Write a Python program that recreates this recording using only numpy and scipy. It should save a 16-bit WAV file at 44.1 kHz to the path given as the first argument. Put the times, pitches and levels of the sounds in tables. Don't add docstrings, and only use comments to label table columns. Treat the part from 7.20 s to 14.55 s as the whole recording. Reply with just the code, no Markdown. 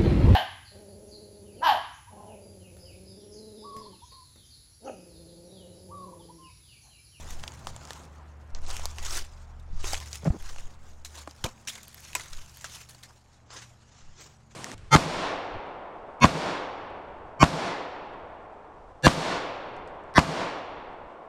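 import sys
import numpy as np
from scipy import signal
from scipy.io import wavfile
from scipy.ndimage import uniform_filter1d

SR = 44100
rng = np.random.default_rng(int(sys.argv[2]) if len(sys.argv) > 2 else 0)


def voltage_ratio(level):
    return 10 ** (np.asarray(level, float) / 20)


def int16_out(signal):
    q = np.round(np.clip(np.atleast_2d(signal).T, -1, 1) * 32767)
    wavfile.write(sys.argv[1], SR, q.astype(np.int16))


N = 324135

# frequency_hz, density_db (dB per Hz)
LEAF_SPECTRUM = [(200, -23), (350, -3.5), (600, -10), (1000, -4.5), (2000, -4.5), (4500, -5.5),
                 (6800, -2.5), (8500, -11.5), (12500, -23), (16000, -26.5)]


def evened(x):
    return x / np.sqrt(np.mean(x ** 2) + 1e-20)


def peak_one(x):
    return x / abs(x).max()


def column(rows, count):
    rows = np.array(rows)
    return np.interp(np.arange(N) / SR, rows[:, 0], rows[:, count])


def coloured(x, points):
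    f, db = np.transpose(points)
    hz = abs(np.fft.fftfreq(4096, 1 / SR))
    log_gain = np.log(voltage_ratio(np.interp(np.log(hz + 1), np.log(f + 1), db)))
    taps = np.fft.ifft(np.exp(np.conj(signal.hilbert(log_gain)))).real
    if abs(taps[:64]).sum() <= abs(taps[-64:]).sum():
        taps = np.roll(taps[::-1], 1)
    return signal.oaconvolve(x, taps[:2048])[:len(x)]


def band(x, lo_hz, hi_hz):
    hi_hz = max(min(hi_hz, .45 * SR), 1.1 * lo_hz)
    return signal.sosfilt(signal.butter(2, [lo_hz, hi_hz], "band", fs=SR, output="sos"), x)


def drift(rate_hz):
    noise = rng.standard_normal(N + 2 * SR)
    return evened(signal.sosfilt(signal.butter(2, rate_hz, fs=SR, output="sos"), noise)[-N:])


def add(mix, s, sound):
    part = mix[round(s * SR):][:len(sound)]
    part += sound[:len(part)]


def patchy(x, depth_db, size=(14, 5)):
    z = signal.stft(x, nperseg=512, noverlap=384)[2]
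    field = rng.standard_normal(z.shape[::-1])
    field = uniform_filter1d(field, size=size[0], axis=0)
    field = evened(uniform_filter1d(field, size=size[1], axis=1))
    return signal.istft(z * voltage_ratio(depth_db * field.T), nperseg=512, noverlap=384)[1][:len(x)]


def tent(s, db, rise_s, fall_s, hold_s=0):
    span_db = 20
    t = np.arange(0, N + 16, 16) / SR - s
    rising = t / max(rise_s, 1e-3)
    falling = (hold_s - t) / max(fall_s, 1e-3)
    return voltage_ratio(db + span_db * np.minimum(np.minimum(rising, falling), 0)) ** 2


def gain(power):
    return np.interp(np.arange(N) / 16, np.arange(len(power)), np.sqrt(power))


def engine(waver_db=3.5, weak_db=3):
    # start_s, fifth_db, eighth_db
    main_orders = [(0, -46.5, -62), (.5, -53, -54), (.95, -50, -69.5), (1.33, -47, -58.5),
                   (1.75, -42, -60.5), (2.1, -50, -63), (2.75, -42, -54.5), (3.15, -50, -64.5),
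                   (3.5, -56.5, -59), (4.0, -49, -74), (4.25, -61, -60), (4.58, -64, -65), (5.0, -56, -62),
                   (5.8, -63, -59), (6.1, -64, -68.5), (6.45, -67, -54.5), (6.65, -63.5, -64.5),
                   (7.35, -62, -61.5)]
    # start_s, tenth_db, fifteenth_db
    overtones = [(0, -58, -70), (.7, -59, -74), (1.3, -68, -72), (2.2, -67, -76), (2.7, -62, -70),
                 (3.5, -72, -76), (4.1, -74, -72), (4.5, -72, -64), (5.0, -64, -76), (5.6, -65, -80),
                 (6.0, -76, -76), (6.7, -70, -72), (7.0, -66, -78), (7.35, -65, -64)]
    weak_orders = {3: -17.5, 4: -12, 6: -8.5, 7: -11, 13: -16.5}
    # frequency_hz, density_db (dB per Hz)
    air = [(30, -15), (60, -2), (150, -5.5), (230, -7.5), (400, -13.5), (800, -9.5), (1300, -14.5),
           (2200, -23), (4000, -35.5), (6500, -46), (9000, -47), (13000, -50), (14500, -76)]
    shaft_hz = 14.87
    near_db, far_db, fade_s = -54.5, -70.5, 3.93
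    turn = 2 * np.pi * np.cumsum(shaft_hz * (1 + 0.00395 * drift(0.48))) / SR

    def order(k, blur=.63):
        phase = k * turn + 2 * np.pi * rng.random() + blur * drift(3.5)
        return np.sqrt(2) * np.sin(phase)

    fifth, eighth = voltage_ratio(column(main_orders, count=1)), voltage_ratio(column(main_orders, count=2))
    strong = fifth * order(5, blur=.3) + eighth * order(8, blur=.45)
    weak = sum(voltage_ratio(db + weak_db + waver_db * drift(1.22)) * order(round(k))
               for k, db in weak_orders.items())
    upper = voltage_ratio(column(overtones, count=1)) * order(10, blur=.5)
    upper += voltage_ratio(column(overtones, count=2)) * order(15, blur=.5)
    roar = patchy(coloured(rng.standard_normal(N), air), 1.46)
    fading_db = far_db + (near_db - far_db) * np.exp(-np.arange(N) / SR / fade_s)
    roar *= voltage_ratio(fading_db + .8 * drift(4)) / np.std(band(roar, 500, 1400))
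    return strong + upper + fifth ** 0.31 * eighth ** 0.74 * weak + roar


def push():
    # start_s, hold_s, level_db, swing_hz
    jolts = [(0, 0.07, -43, 17), (.105, .08, -33, 11), (0.45, 0.045, -39, 16), (1.33, 0.19, -28, 9.8),
             (1.572, .09, -31, 10.5), (1.797, 0.21, -30, 9.4), (2.1, 0.36, -47, 30), (2.508, .13, -26, 10),
             (2.665, .07, -32, 13), (3.205, 0.25, -33, 8.3), (3.56, 0.28, -45, 8.2), (4.215, .05, -42, 14),
             (4.902, .15, -58, 12), (5.113, 0.075, -35, 10.5), (6.83, .07, -44, 10.5)]
    rise_s, fall_s = 0.028, 0.06
    calm_db, lumps_db, lead_cycles = -68, -11, .2
    lumps = band(band(rng.standard_normal(N), 14, 36), 10, 42)
    lumps /= np.sqrt(uniform_filter1d(lumps ** 2, size=7000) + 1e-12)
    t = np.arange(N) / SR
    powers = [tent(s + rise_s / 2, db, rise_s, fall_s, hold) for s, hold, db, hz in jolts]
    swing = np.zeros(N)
    for power, (s, hold, db, hz) in zip(powers, jolts):
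        swing -= np.sqrt(2) * gain(power) * np.sin(2 * np.pi * (hz * (t - s) + lead_cycles))
    return swing + gain(voltage_ratio(lumps_db) ** 2 * sum(powers) + voltage_ratio(calm_db) ** 2) * lumps


def knocks():
    # start_s, peak_db, body_hz, t60_s
    blows = [(3.036, -32.5, 130, 0.045), (3.0588, -23, 180, .05), (3.0707, -16, 157, 0.069),
             (3.0771, -19, 168, 0.054), (3.1025, -12, 59, 0.03), (3.158, -34, 190, 0.04),
             (3.121, -36, 230, .06), (3.131, -37, 264, 0.054), (3.144, -35, 320, .05),
             (4.2445, -21.5, 99, 0.024), (4.242, -30, 335, 0.043), (4.262, -37.5, 231, 0.1),
             (4.075, -40, 296, 0.047), (4.952, -45, 382, 0.047), (5.0, -44, 75, .15), (2.53, -42, 160, .15),
             (2.64, -34, 377, 0.037)]
    # start_s, hold_s, level_db
    drags = [
        (3.033, .001, -46),
        (3.055, 0.025, -32.5),
        (3.104, .003, -35),
        (3.114, .03, -51),
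        (3.135, 0.031, -48.5),
        (3.024, .01, -50.5),
    ]
    t, out = np.arange(8000) / SR, np.zeros(N)
    onset = 1 - np.exp(-(t / .002) ** 2)
    for s, db, hz, t60 in blows:
        ring = np.sin(2 * np.pi * hz * t) * voltage_ratio(-60 * t / t60) * onset
        add(out, s, -voltage_ratio(db) * peak_one(ring))
    muffled = [(150, -23), (400, 5.5), (900, -2.5), (1600, -12.5), (2600, -20.5), (5000, -52.0)]
    rub = coloured(rng.standard_normal(N), muffled)
    dragging = sum(tent(s, db, 0.0053, 0.0068, hold) for s, hold, db in drags)
    return out + gain(dragging) * evened(rub)


def twig_rings():
    # start_s, level_db, ring_hz, t60_s
    modes = [(4.9525, -30, 1000, 0.081), (5.4445, -38.5, 1330, 0.06), (.4705, -32, 500, 0.017),
             (4.243, -33, 520, 0.12), (4.0755, -40, 820, 0.044), (2.7337, -22, 810, .022),
             (4.9515, -21, 7900, .03), (4.9525, -25, 2500, .03), (4.478, -33, 5650, .05),
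             (4.481, -33, 2620, .04), (4.2415, -25, 3150, .025), (.7068, -30, 1750, .012),
             (.2378, -33, 1900, .012), (6.345, -47, 1050, .08), (3.066, -32, 660, .05),
             (3.104, -34, 740, .04)]
    t, out = np.arange(4000) / SR, np.zeros(N)
    for s, db, hz, t60 in modes:
        add(out, s, voltage_ratio(db - 60 * t / t60) * np.sin(2 * np.pi * hz * t))
    return out


def fracture(hz, wood_db, fizz_db, ms, tone_db, spread, click=3.5):
    wood_hz, wood_ms, debris_db, debris_ms = 950, 1.47, -24, 12
    t = np.arange(4000) / SR
    splinter, thud, bits = rng.standard_normal((3, len(t)))
    ms = np.clip(ms, .3, 20)
    drive = splinter * (1 - np.exp(-t / 0.000067)) * np.exp(-1000 * t / ms)
    drive[4] += click * np.sign(thud[0]) * 2 / ms
    wide = peak_one(band(band(drive, 1430, 7730), 790, 11400))
    ring = peak_one(band(drive, hz / spread, hz * spread))
    crack = peak_one(wide + voltage_ratio(tone_db) * ring)
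    fizz = peak_one(band(band(drive, 7160, 13400), 8500, 16700))
    thump = drive + thud * np.exp(-1000 * t / wood_ms)
    wood = peak_one(band(thump, 0.6 * wood_hz, 1.46 * wood_hz))
    debris = evened(coloured(bits * abs(thud), LEAF_SPECTRUM))
    debris *= np.exp(-1000 * t / debris_ms) * (1 - np.exp(-t / 0.00041))
    return crack + voltage_ratio(wood_db) * wood + voltage_ratio(fizz_db) * fizz + voltage_ratio(debris_db) * debris


def snaps():
    # start_s, peak_db, ring_hz, wood_db, length_ms
    twigs = [(.2378, -27, 3400, -4, 1.2), (.3201, -36.5, 6140, -3, 2), (.471, -21.5, 3160, -1, 0.27),
             (0.5635, -28.5, 6540, -8, 1.35), (0.707, -22.5, 3500, -5, 0.29), (1.4873, -39, 4970, 1, 2.8),
             (1.5032, -24, 4060, -7, 1.55), (1.511, -25, 6950, -7.5, 1.6), (1.5957, -27.5, 6100, -4, .79),
             (1.656, -17, 4200, -10.5, 1.44), (1.7847, -24.5, 2550, -8, 1.1), (2.6436, -24, 2850, -6, 1.2),
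             (2.7334, -18.5, 4730, -6, 1.8), (2.752, -24.5, 2748, -7, 1.3),
             (3.362, -35.5, 2600, -0.5, 0.98), (3.3843, -33, 2700, -5, 1.6),
             (4.0747, -36.5, 2160, 9.5, 3.1), (4.2412, -19.5, 6200, -9, 2.2), (4.2451, -19.5, 3300, -8, 2),
             (4.2625, -26.5, 2360, -5, 2.9), (4.9547, -21, 2620, -10, 2.6), (4.9971, -30, 2080, -8, 2.6),
             (5.4437, -23.5, 1660, -10.5, 1.56), (6.305, -37, 3970, -1, 1.3)]
    # start_s, peak_db, ring_hz, fizz_db
    ticks = [(0.1079, -28, 6900, -6), (.279, -23, 3300, -28), (.6526, -29.5, 5800, -18),
             (0.674, -35, 5660, -22), (0.7331, -28.5, 4470, -8), (0.8533, -40.5, 7360, -15),
             (1.3495, -24, 4600, -30), (1.465, -31.5, 4900, -28), (1.5673, -22.5, 6600, -21),
             (1.8511, -21.5, 5600, -25), (1.9775, -20, 6600, -23), (2.7444, -18.5, 2740, -21),
             (2.8026, -26, 3820, -10), (2.8602, -33, 7400, -17), (2.9304, -20, 5200, -30),
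             (2.9559, -25.5, 6550, -10), (3.2255, -34, 7650, -7), (4.111, -34, 4370, -13),
             (4.4522, -42, 5900, -15), (4.6324, -34.5, 4270, 0), (4.6818, -38, 7450, 9),
             (4.745, -33.5, 7700, 3), (4.8054, -40, 7500, 5), (4.9322, -30.5, 2310, -10),
             (4.9519, -11, 7500, -6), (5.1333, -25.5, 4530, -16), (5.173, -34, 3200, -17),
             (5.3719, -33, 7800, -1), (5.4212, -34, 7000, -10), (6.3144, -37, 6550, -39)]
    # start_s, peak_db, ring_hz, wood_db, length_ms
    tears = [(2.396, -52, 3720, -17, 7.5), (3.0455, -34, 5000, -15, 1.6), (4.163, -47, 5000, -10, 3.5),
             (2.875, -37, 4700, -15, 1.6), (5.458, -40, 4890, -10, 1.6), (4.016, -45, 6480, -5, 2.8),
             (5.4493, -38, 4400, -6, 2.5), (1.443, -46, 5400, -15, 1.7), (.0438, -42, 6960, -15, 1.5),
             (3.8484, -31, 3980, -14, 11), (4.4744, -29, 5500, -22, 9.3), (4.484, -23, 2820, -21, 2.5),
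             (4.4927, -28, 3500, -20, 8.9), (4.5546, -33, 3400, -15, 3.4), (4.5789, -39.5, 2240, -7.5, 8.5),
             (5.4101, -37, 6100, -12, 4.5), (5.6885, -42, 4100, -15, 7), (5.6935, -45, 4400, -17, 7.6),
             (5.747, -42.5, 4400, -6, 4.9), (5.829, -43, 3300, -22, 8.1), (5.8336, -33.5, 4100, -29, 5.5),
             (5.9073, -57, 5600, 12, 4.8), (5.0098, -30, 3800, -20, .8), (5.4, -40, 6370, -16, 1.6),
             (5.262, -40, 6200, -15, 1.6)]
    # start_s, peak_db, ring_hz
    crackles = [(.2075, -41, 5500), (.2295, -38, 6800), (.393, -40, 6800), (.4595, -38, 6500),
                (1.3049, -50, 5000), (1.4194, -44, 7500), (1.5764, -32, 5260), (1.6194, -34, 3260),
                (1.7614, -38, 6000), (1.8284, -33, 6660), (1.8584, -35, 10800), (1.925, -25, 6780),
                (2.614, -38, 5490), (2.6614, -26, 5870), (2.7167, -26, 6100), (2.7674, -32, 2690),
                (2.8154, -33, 4350), (2.8354, -38, 6000), (2.9597, -29, 6910), (4.8504, -36, 6310),
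                (5.1198, -40, 5200), (5.1504, -35, 4500), (5.1904, -40, 2070), (5.2144, -40, 5910),
                (6.0611, -55, 2400), (6.2028, -57, 2060), (6.4494, -43, 6310)]
    rows = []
    for s, db, hz, wood, ms in twigs:
        fizz = -14.5 + .8 * (db + 26.5)
        rows.append((s, db, hz, wood, fizz, ms, -5, 1.048 + .21 / (1 + ms)))
    rows += [(s, db, hz, -17.5, fizz, 1.43, 0.5, 1.35) for s, db, hz, fizz in ticks]
    rows += [(s, db, hz, wood, -10, ms, -5.0, 1.05 + .22 / (1 + ms)) for s, db, hz, wood, ms in tears]
    rows += [(s, db, hz, -20.0, -25, 1.1, 0.5, 1.35) for s, db, hz in crackles]
    out = np.zeros(N)
    for s, db, *settings in rows:
        add(out, s - .0004, voltage_ratio(db) * fracture(*settings))
    return out


def tread():
    # peak_s, level_db, rise_s, fall_s, dryness (-1 damp to 1 brittle)
    presses = [(0.0, -50, .1, 0.33, 0.28), (.1, -54, 0.17, 0.3, 0.65), (.27, -57.5, 0.27, 0.97, -0.04),
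               (.722, -51, 0.32, 0.22, -.5), (1.501, -42, 0.058, 0.24, -0.086),
               (1.63, -48.5, .2, 0.24, -0.35), (1.925, -38, 0.082, 0.12, 0.081),
               (1.974, -36, 0.17, 0.059, 0.68), (2.1, -66, 0.09, 0.41, -0.29),
               (2.654, -37, 0.042, 0.26, 0.037), (2.735, -38.5, 0.093, 0.049, 0.44),
               (2.82, -62, .1, 0.28, .3), (2.945, -46, 0.14, 0.11, 0.8), (3.061, -52.5, 0.076, 0.16, -0.18),
               (3.297, -48.5, .22, 0.094, -0.049), (3.4, -54, .2, 0.26, -.2),
               (3.662, -61, 0.056, 0.29, 0.074), (3.985, -46.5, .12, 0.1, 0.06),
               (4.12, -59.5, .3, 0.82, -0.17), (4.92, -52, 0.45, .2, 0.51), (5.184, -52, 0.88, 0.19, 0.35),
               (5.36, -55.5, .6, 0.57, 0.7), (5.553, -45.5, .15, 0.16, 0.55), (7.348, -67, 0.22, .2, -.5)]
    # peak_s, level_db, rise_s, fall_s, dryness (-1 to 1)
    scuffs = [(2.61, -55, 0.17, .04, -0.27), (1.45, -60, 0.091, .05, -0.11),
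              (5.9, -63.5, 0.046, 0.045, -.6), (6.31, -47.5, 0.018, 0.21, 0.12),
              (6.37, -47, 0.1, 0.15, -0.065), (6.43, -57, .1, 0.079, .2), (6.6, -67.5, .4, .4, 0),
              (6.791, -56.5, 0.24, .2, 0.099), (7.028, -49, 0.11, .1, 0.14), (7.1, -64, .1, 0.31, -0.047),
              (6.13, -67, .25, .25, .6), (7.31, -62, .015, .12, .1)]
    # start_s, level_db, fall_s, body_db, fizz_db
    bursts = [(.233, -45.5, 0.033, -10, -13), (0.471, -44, 0.055, -2.5, -13),
              (1.351, -54.5, 0.11, 3.5, -32), (1.787, -45.5, 0.4, -7.5, -21), (3.848, -46, 0.049, -23, -4),
              (4.241, -30.5, 0.021, -4, -18), (4.254, -42.5, 0.063, 3, -14), (4.474, -38, 0.096, -23, -8.5),
              (4.53, -51.5, .4, -11, -12), (4.953, -42, 0.19, -6, -10), (5.447, -43, 0.088, -9, -16),
              (5.693, -49, 0.039, -21, -3), (5.73, -58.5, 0.36, -19, -9), (5.836, -52, 0.075, -21, -15),
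              (6.335, -68, .22, 4, 7.5), (7.005, -70, .14, -10, 8)]
    usual_body_db, usual_fizz_db, moss_fizz_db, rest_db = -6, -12, -18.5, -77

    def colour(dry):
        return usual_body_db - 12.5 * dry, usual_fizz_db + 5 * dry

    rows = [(*row, *colour(dry)) for *row, dry in presses]
    rows += [(*row, colour(dry)[0], colour(dry)[1] + moss_fizz_db) for *row, dry in scuffs]
    rows += [(s, db, .002, fall_s, body_db, fizz_db) for s, db, fall_s, body_db, fizz_db in bursts]
    power = sum(tent(*row) * voltage_ratio(np.array([[0], [body_db], [fizz_db]])) ** 2
                for *row, body_db, fizz_db in rows)
    rest = voltage_ratio(rest_db + np.array([[0], [usual_body_db], [usual_fizz_db]])) ** 2
    return np.array([gain(p) for p in power + rest])


def leaves(per_s=5000, spread_db=3.0, cycles=2.1, hiss=1.0, clump_db=2.2):
    size = voltage_ratio(spread_db * np.minimum(rng.exponential(1, N), 4)) * (rng.random(N) < per_s / SR)
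    kind, t, grains = rng.integers(0, 24, N), np.arange(500) / SR, np.zeros(N)
    for k, hz in enumerate(np.geomspace(500, 15000, num=24)):
        envelope = np.exp(-t * hz / cycles) * (1 - np.exp(-t * hz))
        grain = np.sin(2 * np.pi * hz * t) * envelope * hz / 4000
        grains += signal.oaconvolve(size * (kind == k), grain)[:N]
    moss = np.clip((np.arange(N) / SR - 5.9) / .2, 0, .6)
    crush = (1 - moss) * evened(grains) + (hiss + .8 * moss) * rng.standard_normal(N)
    crush = coloured(crush, LEAF_SPECTRUM) * voltage_ratio(clump_db * drift(28))
    crush = patchy(crush, 2.4)
    body = signal.sosfiltfilt(signal.butter(4, 1350, fs=SR, output="sos"), crush)
    fizz = signal.sosfiltfilt(signal.butter(4, 9000, "high", fs=SR, output="sos"), crush)
    crackle = evened(crush - body - fizz)
    return (tread() * [crackle, evened(body), evened(fizz)]).sum(axis=0)


def scene():
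    return (engine() + push() + knocks() + twig_rings() + snaps() + leaves())[None]


def spectral_gaps(x):
    # start_s, end_s, from_hz, to_hz, depth_db
    gaps = [(1.33, 1.375, 8000, 17000, -16), (1.425, 1.483, 9900, 17000, -20),
            (2.57, 2.63, 10500, 17000, -18), (5.97, 6.32, 13000, 17000, -20),
            (6.28, 6.325, 7800, 13000, -12), (6.31, 6.45, 10700, 13100, -24),
            (6.3, 6.56, 14900, 17000, -18), (6.5, 7.0, 12900, 17000, -20), (6.7, 6.99, 7800, 12900, -4),
            (7.07, 7.15, 8600, 11900, -8), (6.99, 7.07, 8600, 11900, -24), (7.15, 7.35, 13000, 17000, -18)]
    hz, t, z = signal.stft(x, SR, nperseg=1024)
    luck, mask = rng.random((len(gaps), len(hz))), np.ones(z.shape)
    for (start, end, lo_hz, hi_hz, db), lot in zip(gaps, luck):
        lost = (hz > lo_hz) & (hz < hi_hz) & (lot > .04)
        mask[..., lost[:, None] & (t > start) & (t < end)] *= voltage_ratio(db)
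    return signal.istft(z * mask, SR, nperseg=1024)[1][:, :N]


def roll_off(x):
    return signal.sosfilt(signal.butter(12, 16790, fs=SR, output="sos"), x)


def record(dry):
    edge = signal.firwin(401, 16000, window=("kaiser", 7), fs=SR)
    mix = signal.oaconvolve(spectral_gaps(dry), edge[None], "same")
    return roll_off(mix)


dry = scene()
out = record(dry)
int16_out(out)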